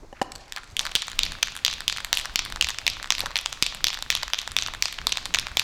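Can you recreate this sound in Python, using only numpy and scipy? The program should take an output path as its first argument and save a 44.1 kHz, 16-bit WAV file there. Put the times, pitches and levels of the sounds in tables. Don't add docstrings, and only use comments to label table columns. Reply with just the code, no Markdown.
import sys
import numpy as np
from scipy import signal
from scipy.io import wavfile
from scipy.ndimage import uniform_filter1d

SR = 44100
rng = np.random.default_rng(int(sys.argv[2]) if len(sys.argv) > 2 else 0)


def output_pcm(signal):
    pcm = np.clip(np.atleast_2d(signal).T, -1, 1) * 32767
    wavfile.write(sys.argv[1], SR, np.round(pcm).astype(np.int16))


N = 248635


# [dB, tick re dome ring]
BALL_HITS = [(0.5229, -15.5, -6, -4.5), (.5628, -17.5, -8, -8), (0.573, -21, 1, -10), (0.5819, -25, 0, -8),
             (.634, -29.5, 7, -2), (0.7673, -8, -21, -7.5), (0.7931, -2.5, -12.5, -9),
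             (0.7995, -16.5, -16, -19), (0.8083, -18, -1, -21), (0.8658, -11.5, -2, -8),
             (0.8707, -17, 6, -17), (0.9184, -22, -4, -13), (.953, 4.5, -12.5, -7.5),
             (0.9592, -22, -12, -5), (0.9629, -10, -15, -21), (1.0205, -13.5, -14, -7),
             (1.0817, -15, 0, -4), (1.1166, -18, -5, -5), (1.1872, -23, -2, -24), (1.191, 3.5, -12.5, -17),
             (1.233, -3.5, -23, -14), (1.2527, -17.5, -10, -3), (1.2641, -14.5, -8, -24),
             (1.3205, -16.5, -1, -4), (1.3521, -23, 7.5, -21), (1.4277, -4, -16, -11.5),
             (1.4298, -1, -9.5, -16), (1.4831, -18, -1, -13), (1.5651, -15.5, -3.5, 0),
             (1.6492, 3.5, -21, -14.5), (1.6633, -1.8, -12, -16), (1.6804, -5.5, -10, -18),
             (1.7126, -16, -22, -12), (1.7281, -16.5, -5, -12), (1.738, -14.4, -18, -8),
             (1.8056, -15, -1, -4.5), (1.8799, 3, -22, -12), (1.8982, -8.5, -7, -12.5),
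             (1.9253, -12.5, -8, -17), (1.9722, -13.5, -15, -6.5), (1.9834, -16, 2, -13),
             (2.0033, -21, 4, -6), (2.047, -11, -2.5, -0.5), (2.1291, 3.5, -9.5, -9),
             (2.135, -21, -12, -12), (2.1444, -16, -30, -15), (2.1514, -16, -19, -1),
             (2.1723, -2.5, -35, -7), (2.1842, -11.5, -7.5, -1), (2.1904, -14.5, -14, -8),
             (2.1975, -16, -5, -4), (2.256, -15, 0, -4.5), (2.3582, 4, -13, -38), (2.3918, -6.5, -7, -31),
             (2.3957, -14, -10, -18), (2.451, -16, -8, -1), (2.5235, -12.5, -0.5, -7), (2.56, -18, 0, -4.5),
             (2.611, 0.5, -32, -11), (2.6245, -5, -12, -14), (2.6448, -4.5, -25, -16),
             (2.67, -14, -1.5, -7), (2.6874, -9, -12, -8), (2.6948, -17, -1, -3.5), (2.7042, -13.5, -3, -7),
             (2.786, -11.5, -7.5, -7.5), (2.8663, 0.5, -15, -14), (2.878, -0.5, -8.5, -13),
             (2.9, -12.5, -22, -9.5), (2.9988, -19.5, 9, -20), (3.0281, -17.5, -6, -3),
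             (3.0435, -16.5, 2, -19), (3.0738, -24.5, 0, -3), (3.1046, 0, -9.5, -13),
             (3.1221, -5, -7.5, -24), (3.151, -10.5, -19, -13), (3.182, -11.5, -7, -11),
             (3.1945, -14.5, -2, -1), (3.2052, -8.5, -13, -7), (3.2152, -21, -2, -19),
             (3.2594, -11, -0.5, -8.5), (3.2664, -19, 11, 1), (3.307, -22, 5, -8), (3.357, -3, -14, -24),
             (3.3597, -15.5, 3, -25), (3.367, -6, -8, -25), (3.377, -24, -15, -12),
             (3.3883, -10.5, -11, -16), (3.4598, -7, -8, -8.5), (3.5273, -11, -5.5, -6),
             (3.6246, -1, -9, -8.5), (3.6254, 3, -22, -22), (3.6319, -9, -24, -20), (3.6643, -5.5, -18, -8),
             (3.7477, -17, -2, 0), (3.8425, 2.3, -11.5, -11.5), (3.8517, -19, -24, -13),
             (3.869, -2, -28, -15), (3.8833, -7.5, -18, -11), (3.903, -12, -8.5, -22),
             (3.9298, -15.5, -7, -12), (3.9363, -17.5, -1, -3), (3.9436, -13, -30, -10),
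             (3.973, -19, 3, -11), (4.0246, -13, -7.5, -6), (4.1026, 3.5, -8, -12), (4.1107, -17, -34, -1),
             (4.1254, -11, -4, -15), (4.1515, -4.5, -12, -8), (4.1645, -16, -28, -23), (4.173, -16, -5, -5),
             (4.2313, -11, -5, -11), (4.2336, -15.5, 1, -5), (4.28, -17.5, 0, -9), (4.3345, -1.5, -8, -17),
             (4.3888, -7, -16, -22), (4.3968, -20, -21, -6), (4.416, -15, -9, -8), (4.4763, -15, 1, -3),
             (4.518, -19.5, -3, 0), (4.5657, 1.5, -11, -11), (4.587, -3.5, -9.5, -16),
             (4.6132, -18, -20, -8), (4.6233, -8, -12, -29), (4.6628, -10.5, -6.5, -14),
             (4.674, -17.5, -9, -5), (4.6845, -18, 17, -10), (4.7372, -18, 1, -8), (4.824, 2.5, -13.5, -9),
             (4.8561, -7.5, -10, -28), (4.882, -15, -25, -9), (4.9263, -16, -6, -4.5),
             (4.9871, -13, -3, -36), (5.0694, 2, -8.5, -8.5), (5.1217, -3.5, -20, -10),
             (5.125, -7.3, -13, -23), (5.1718, -7, -8.5, -10), (5.2558, -12, -8.5, -5),
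             (5.2597, -20, 0, -5), (5.34, -4, -8, -11.5), (5.346, -1.5, -29, -14),
             (5.3488, -4, -1.5, -15.5), (5.3709, -17, 4, -8), (5.3867, -3.5, -32, -12),
             (5.3967, -13, -22, -5), (5.4686, -11, -1.5, -12), (5.5707, 2, -12, -12),
             (5.5955, 0, -36, -9.5)]
# start_s [s], peak_db [dB]
HARD_THUDS = [(0.955, -27), (2.3576, -26), (3.6249, -18.5)]
# [dB, relative]
WALL_PEAKS = [(1046, 660, -3), (1780, 620, 1.5)]
DOME_PEAKS = [(2610, 890, -2.5), (3546, 810, 1.5), (4500, 1270, -1.5), (6066, 1970, -6.5)]
TICK_PEAKS = [(7825, 1930, 4.5), (12440, 3300, -7)]
SHELL_PEAKS = [(2400, 180, -6), (3170, 130, 1), (3730, 130, 3), (4540, 81, 3), (5500, 180, 0)]
THUD_PEAKS = [(263, 660, 0)]
# mean_delay_s [s], mean_level_db [dB re the hit's peak]
NEAR_ECHOES = [(.006, -22), (.0095, -23), (.015, -32)]
CHATTER_S, TICK_DECAY_S = 0.00073, 0.0021
SHELL_DB = -21
THUD_DB, THUD_SPREAD_DB = -32.5, 3.6
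ECHO_SHIFT_S, ECHO_SPREAD_DB = 0.00095, 5.1


def ball():
    start_s, peak_db, wall_db, tick_db = np.vstack([BALL_HITS, taps()]).T
    size = 1024
    t = np.arange(size) / SR
    brief = np.exp(-t / TICK_DECAY_S)

    def can(force):
        smooth = band(force, 446, 15000)
        dome = resonate(smooth, DOME_PEAKS)
        wall = undb(wall_db)[:, None] * resonate(smooth, WALL_PEAKS)
        tick = undb(tick_db)[:, None] * resonate(smooth * brief, TICK_PEAKS)
        return dome + wall + tick

    blow = np.zeros((len(start_s), size))
    blow[:, 6] = 2.52
    chatter = rng.standard_normal(blow.shape) * np.exp(-t / CHATTER_S)
    force = blow + chatter
    heard = can(force)

    shell = undb(SHELL_DB) * resonate(force, SHELL_PEAKS)
    thud_db = THUD_DB + THUD_SPREAD_DB * rng.standard_normal((len(start_s), 1))
    thud = undb(thud_db) * resonate(blow, THUD_PEAKS)
    direct = place(start_s - .0002, peak_db, heard + shell + thud, rise_s=0.00018)
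    hard_thuds = resonate(blow[:len(HARD_THUDS)], THUD_PEAKS)
    direct = direct + place(*np.transpose(HARD_THUDS), hard_thuds, rise_s=0.00044)

    chance = rng.standard_normal((len(start_s), len(NEAR_ECHOES), 2))
    echo = band(heard, 540, 10000, order=1)
    for k, (delay_s, echo_db) in enumerate(NEAR_ECHOES):
        echo_s = start_s + delay_s + ECHO_SHIFT_S * chance[:, k, 0]
        level_db = peak_db + echo_db + ECHO_SPREAD_DB * chance[:, k, 1]
        direct = direct + place(echo_s, level_db, echo, rise_s=0.00029)

    spread = can(blow) + 0.63 * heard
    spot = np.arange(len(start_s)) % 5
    tail = 0
    for k in range(5):
        here = spot == k
        tail = tail + workshop(place(start_s[here], peak_db[here], spread[here], rise_s=0.00024))
    return direct + tail


SLAM_DB, STROKE_GAP_S = -7.5, .15
FLIGHT_S = .03
TAPS_PER_STROKE = 5
TAP_DB, TAP_SPREAD_DB, TAP_FADE_DB_PER_S = -22, 2.5, 16.5
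TAP_WALL_DB, TAP_TICK_DB, TAP_COLOUR_DB, TAP_WALL_DB_PER_S = -9, -8, 5, 60


def taps():
    hit_s, hit_db = np.transpose(BALL_HITS)[:2]
    hard_s = hit_s[hit_db > SLAM_DB]
    stroke_s = hard_s[np.diff(hard_s, prepend=0) > STROKE_GAP_S]
    length_s = np.diff(stroke_s, append=N / SR + FLIGHT_S) - FLIGHT_S
    share = np.arange(TAPS_PER_STROKE) + rng.random((len(stroke_s), TAPS_PER_STROKE))
    late_s = (share / TAPS_PER_STROKE * length_s[:, None]).ravel()
    chance = rng.standard_normal((len(late_s), 3)).T
    start_s = np.repeat(stroke_s, TAPS_PER_STROKE) + late_s
    peak_db = TAP_DB - TAP_FADE_DB_PER_S * late_s + TAP_SPREAD_DB * chance[0]
    wall_db = TAP_WALL_DB + TAP_WALL_DB_PER_S * late_s + TAP_COLOUR_DB * chance[1]
    tick_db = TAP_TICK_DB + TAP_COLOUR_DB * chance[2]
    return np.transpose([start_s, peak_db, wall_db, tick_db])


SHAKE_START_S, SLOSH_DB = 0.755, -56


def paint():
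    fade_in = np.clip((np.arange(N) / SR - SHAKE_START_S) / 0.048, 0, 1)
    slosh = band(rng.standard_normal(N), 900, 4000, order=1) * undb(4 * walk(200))
    return fade_in * undb(SLOSH_DB) * unit(slosh)


# [dB, gain of the noisy crack]
KNOCK_HITS = [(.127, -28.5, -11), (.2145, -10, -13), (.2175, -16, 9.5), (0.2248, -22.5, 15),
              (3.234, -27, -15)]
# pitch_hz [Hz], level_db [dB, relative], t60_s [s]
KNOCK_RINGS = [(244, -12.5, 0.028), (567, -7.5, 0.034), (790, -0.5, 0.03), (970, -6, 0.031),
               (1800, -9.5, 0.022), (2940, -13, 0.019)]


def knocks():
    start_s, peak_db, crack_db = np.transpose(KNOCK_HITS)
    return struck(start_s, peak_db, KNOCK_RINGS, crack_db, rise_s=0.00095)


# start_s [s], peak_db [dB]
CLINK_HITS = [(.319, -22.5), (.353, -26), (.358, -23), (.381, -38), (.396, -43), (.48, -36.5), (.641, -38),
              (.675, -37), (.701, -42), (.711, -41)]
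# pitch_hz [Hz], level_db [dB, relative], t60_s [s]
CLINK_RINGS = [(1750, -12, .01), (3300, -10, .008), (4000, -8, .01), (4450, -2, .016), (4600, -3, .016),
               (6700, -6, .008), (7750, -3, .016), (8600, -9, .008), (10800, -10, .008), (12500, -14, .01)]


def clinks():
    start_s, peak_db = np.transpose(CLINK_HITS)
    crack_db = np.full(len(start_s), 11)
    return struck(start_s, peak_db, CLINK_RINGS, crack_db, rise_s=0.00028)


# [Hz, band centre]
SCUFF_RUBS = [(0.04, 0.025, -46, 490), (0.176, 0.053, -47.5, 1800), (0.424, 0.21, -55, 4500),
              (.582, 0.05, -38.5, 1470), (0.721, 0.027, -55.5, 5500), (3.01, 0.029, -48.5, 500),
              (3.255, 0.097, -43, 790)]


def scuffs():
    t, out = np.arange(N) / SR, 0
    for centre_s, length_s, level_db, pitch_hz in SCUFF_RUBS:
        noise = band(rng.standard_normal(N), pitch_hz / 1.65, pitch_hz * 1.37)
        rub = unit(noise * undb(5.8 * walk(150)))
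        swell = np.exp(-(2 * (t - centre_s) / length_s) ** 2)
        out = out + undb(level_db) * rub * swell
    return out


# pitch_hz [Hz], level_db [dB, noise gain], t60_s [s]
ROOM_BANDS = [(310, -44, 0.91), (583, -46, 0.88), (1184, -43, 0.96), (2140, -46, 0.89), (3620, -42, 0.51),
              (5570, -45, 0.52), (7250, -51, 0.28), (10000, -38, 0.18), (13500, -49, 0.25)]
FIRST_WALL_S, BUILD_S = .004, .007


def workshop(dry):
    t = np.arange(int(1.1 * SR)) / SR
    build = 1 - np.exp(-np.maximum(t - FIRST_WALL_S, 0) / BUILD_S)
    reply = 0
    for pitch_hz, level_db, t60_s in ROOM_BANDS:
        noise = band(rng.standard_normal(len(t)), pitch_hz / 1.21, pitch_hz * 1.346)
        reply = reply + undb(level_db - 60 * t / t60_s) * noise
    return signal.fftconvolve(dry, reply * build)[:N]


# [dB per Hz, relative]
AIR_BANDS = [(150, -16), (300, -8), (600, 4.5), (1500, -2), (4000, -10), (8000, -25), (15000, -50)]
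AIR_DB = -55


def air():
    hiss = 0
    for pitch_hz, level_db in AIR_BANDS:
        flicker = undb(level_db + 3.5 * walk(7.6))
        hiss = hiss + flicker * band(rng.standard_normal(N), pitch_hz / 1.08, pitch_hz * 1.76)
    return undb(AIR_DB) * unit(hiss)


# [dB, deep band]
RUMBLE_DRIFT = [(0, -47), (2.76, -43), (4.38, -44), (4.84, -38.5), (5.64, -44.5)]
# start_s [s], peak_db [dB], pitch_hz [Hz]
MIC_BUMPS = [(.721, -37.5, 94), (2.288, -35.5, 46), (2.638, -31, 62.3), (4.263, -37, 46), (4.501, -34, 72),
             (5.504, -35, 55)]
UPPER_RUMBLE_DB = -12.5


def rumble():
    time_s, level_db = np.transpose(RUMBLE_DRIFT)
    gust = walk(9)
    deep = unit(band(rng.standard_normal(N), 13.2, 28.1, order=1) * undb(2.9 * gust))
    upper = unit(band(rng.standard_normal(N), 53, 115, order=1) * undb(3.4 * gust))
    drift = undb(np.interp(np.arange(N) / SR, time_s, level_db))
    start_s, peak_db, pitch_hz = np.transpose(MIC_BUMPS)[..., None]
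    thumps = rings(pitch_hz, 1 + 0 * pitch_hz, 7 / pitch_hz, 0 * pitch_hz, size=8192)
    bumps = place(start_s[:, 0], peak_db[:, 0], thumps, rise_s=0.0073)
    return drift * (deep + undb(UPPER_RUMBLE_DB) * upper) + bumps


def struck(times, peak_db, modes, crack_db, rise_s):
    size = 4096
    hz, db, t60 = np.transpose(modes)
    chance = rng.standard_normal((len(times), 3, len(hz)))
    pitch = hz * (1 + 0.0044 * chance[:, 0])
    gain = undb(db + 2.8 * chance[:, 1])
    tone = rings(pitch, gain, t60 + 0 * pitch, 0.74 * chance[:, 2], size)
    crack = band(rng.standard_normal((len(times), size)), 1360, 7000)
    crack = crack * np.exp(-np.arange(size) / SR / 0.0019)
    return place(times, peak_db, tone + undb(crack_db)[:, None] * crack, rise_s)


def resonate(x, peaks):
    y = 0
    for k, (hz, width_hz, db) in enumerate(peaks):
        b, a = signal.iirpeak(hz, hz / width_hz, fs=SR)
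        y = y + (-1) ** k * undb(db) * signal.lfilter(b, a, x)
    return y / np.linalg.norm(y, axis=-1, keepdims=True)


def rings(hz, gain, t60, phase, size):
    t = np.arange(size) / SR
    decay = np.exp(-np.log(1000) * t / t60[..., None])
    sine = np.sin(2 * np.pi * hz[..., None] * t + phase[..., None])
    return np.sum(gain[..., None] * decay * sine, axis=1)


def place(times, peak_db, sounds, rise_s):
    size = sounds.shape[1]
    out = np.zeros(N + size)
    sounds = sounds * (1 - np.exp(-(np.arange(size) / SR / rise_s) ** 2))
    for s, db, sound in zip(times, peak_db, sounds):
        i = min(int(s * SR), N)
        out[i:i + size] += undb(db) * sound / np.abs(sound).max()
    return out[:N]


def walk(rate):
    k = int(SR / rate)
    held = np.repeat(rng.standard_normal(N // k + 1), k)
    return unit(uniform_filter1d(uniform_filter1d(held, k), k)[:N])


def band(x, lo_hz, hi_hz, order=2):
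    edges = [lo_hz, min(hi_hz, .45 * SR)]
    return signal.sosfilt(signal.butter(order, edges, "band", fs=SR, output="sos"), x)


def unit(x):
    return x / np.sqrt(np.mean(x ** 2))


def undb(db):
    return 10 ** (np.asarray(db) / 20)


def scene():
    dull = knocks() + scuffs()
    bright = clinks()
    handling = dull + bright + workshop(undb(-2.0) * dull + bright)
    return (ball() + paint() + handling + air() + rumble())[None]


SKEW, CEILING = .06, .6
TOP_HZ = 17000


def record(dry):
    bent = dry + SKEW * dry ** 2
    flat = bent / (1 + np.abs(bent / CEILING) ** 4) ** (1 / 4)
    return signal.sosfilt(signal.ellip(12, .3, 110, TOP_HZ, fs=SR, output="sos"), flat)


dry = scene()
out = record(dry)
output_pcm(out)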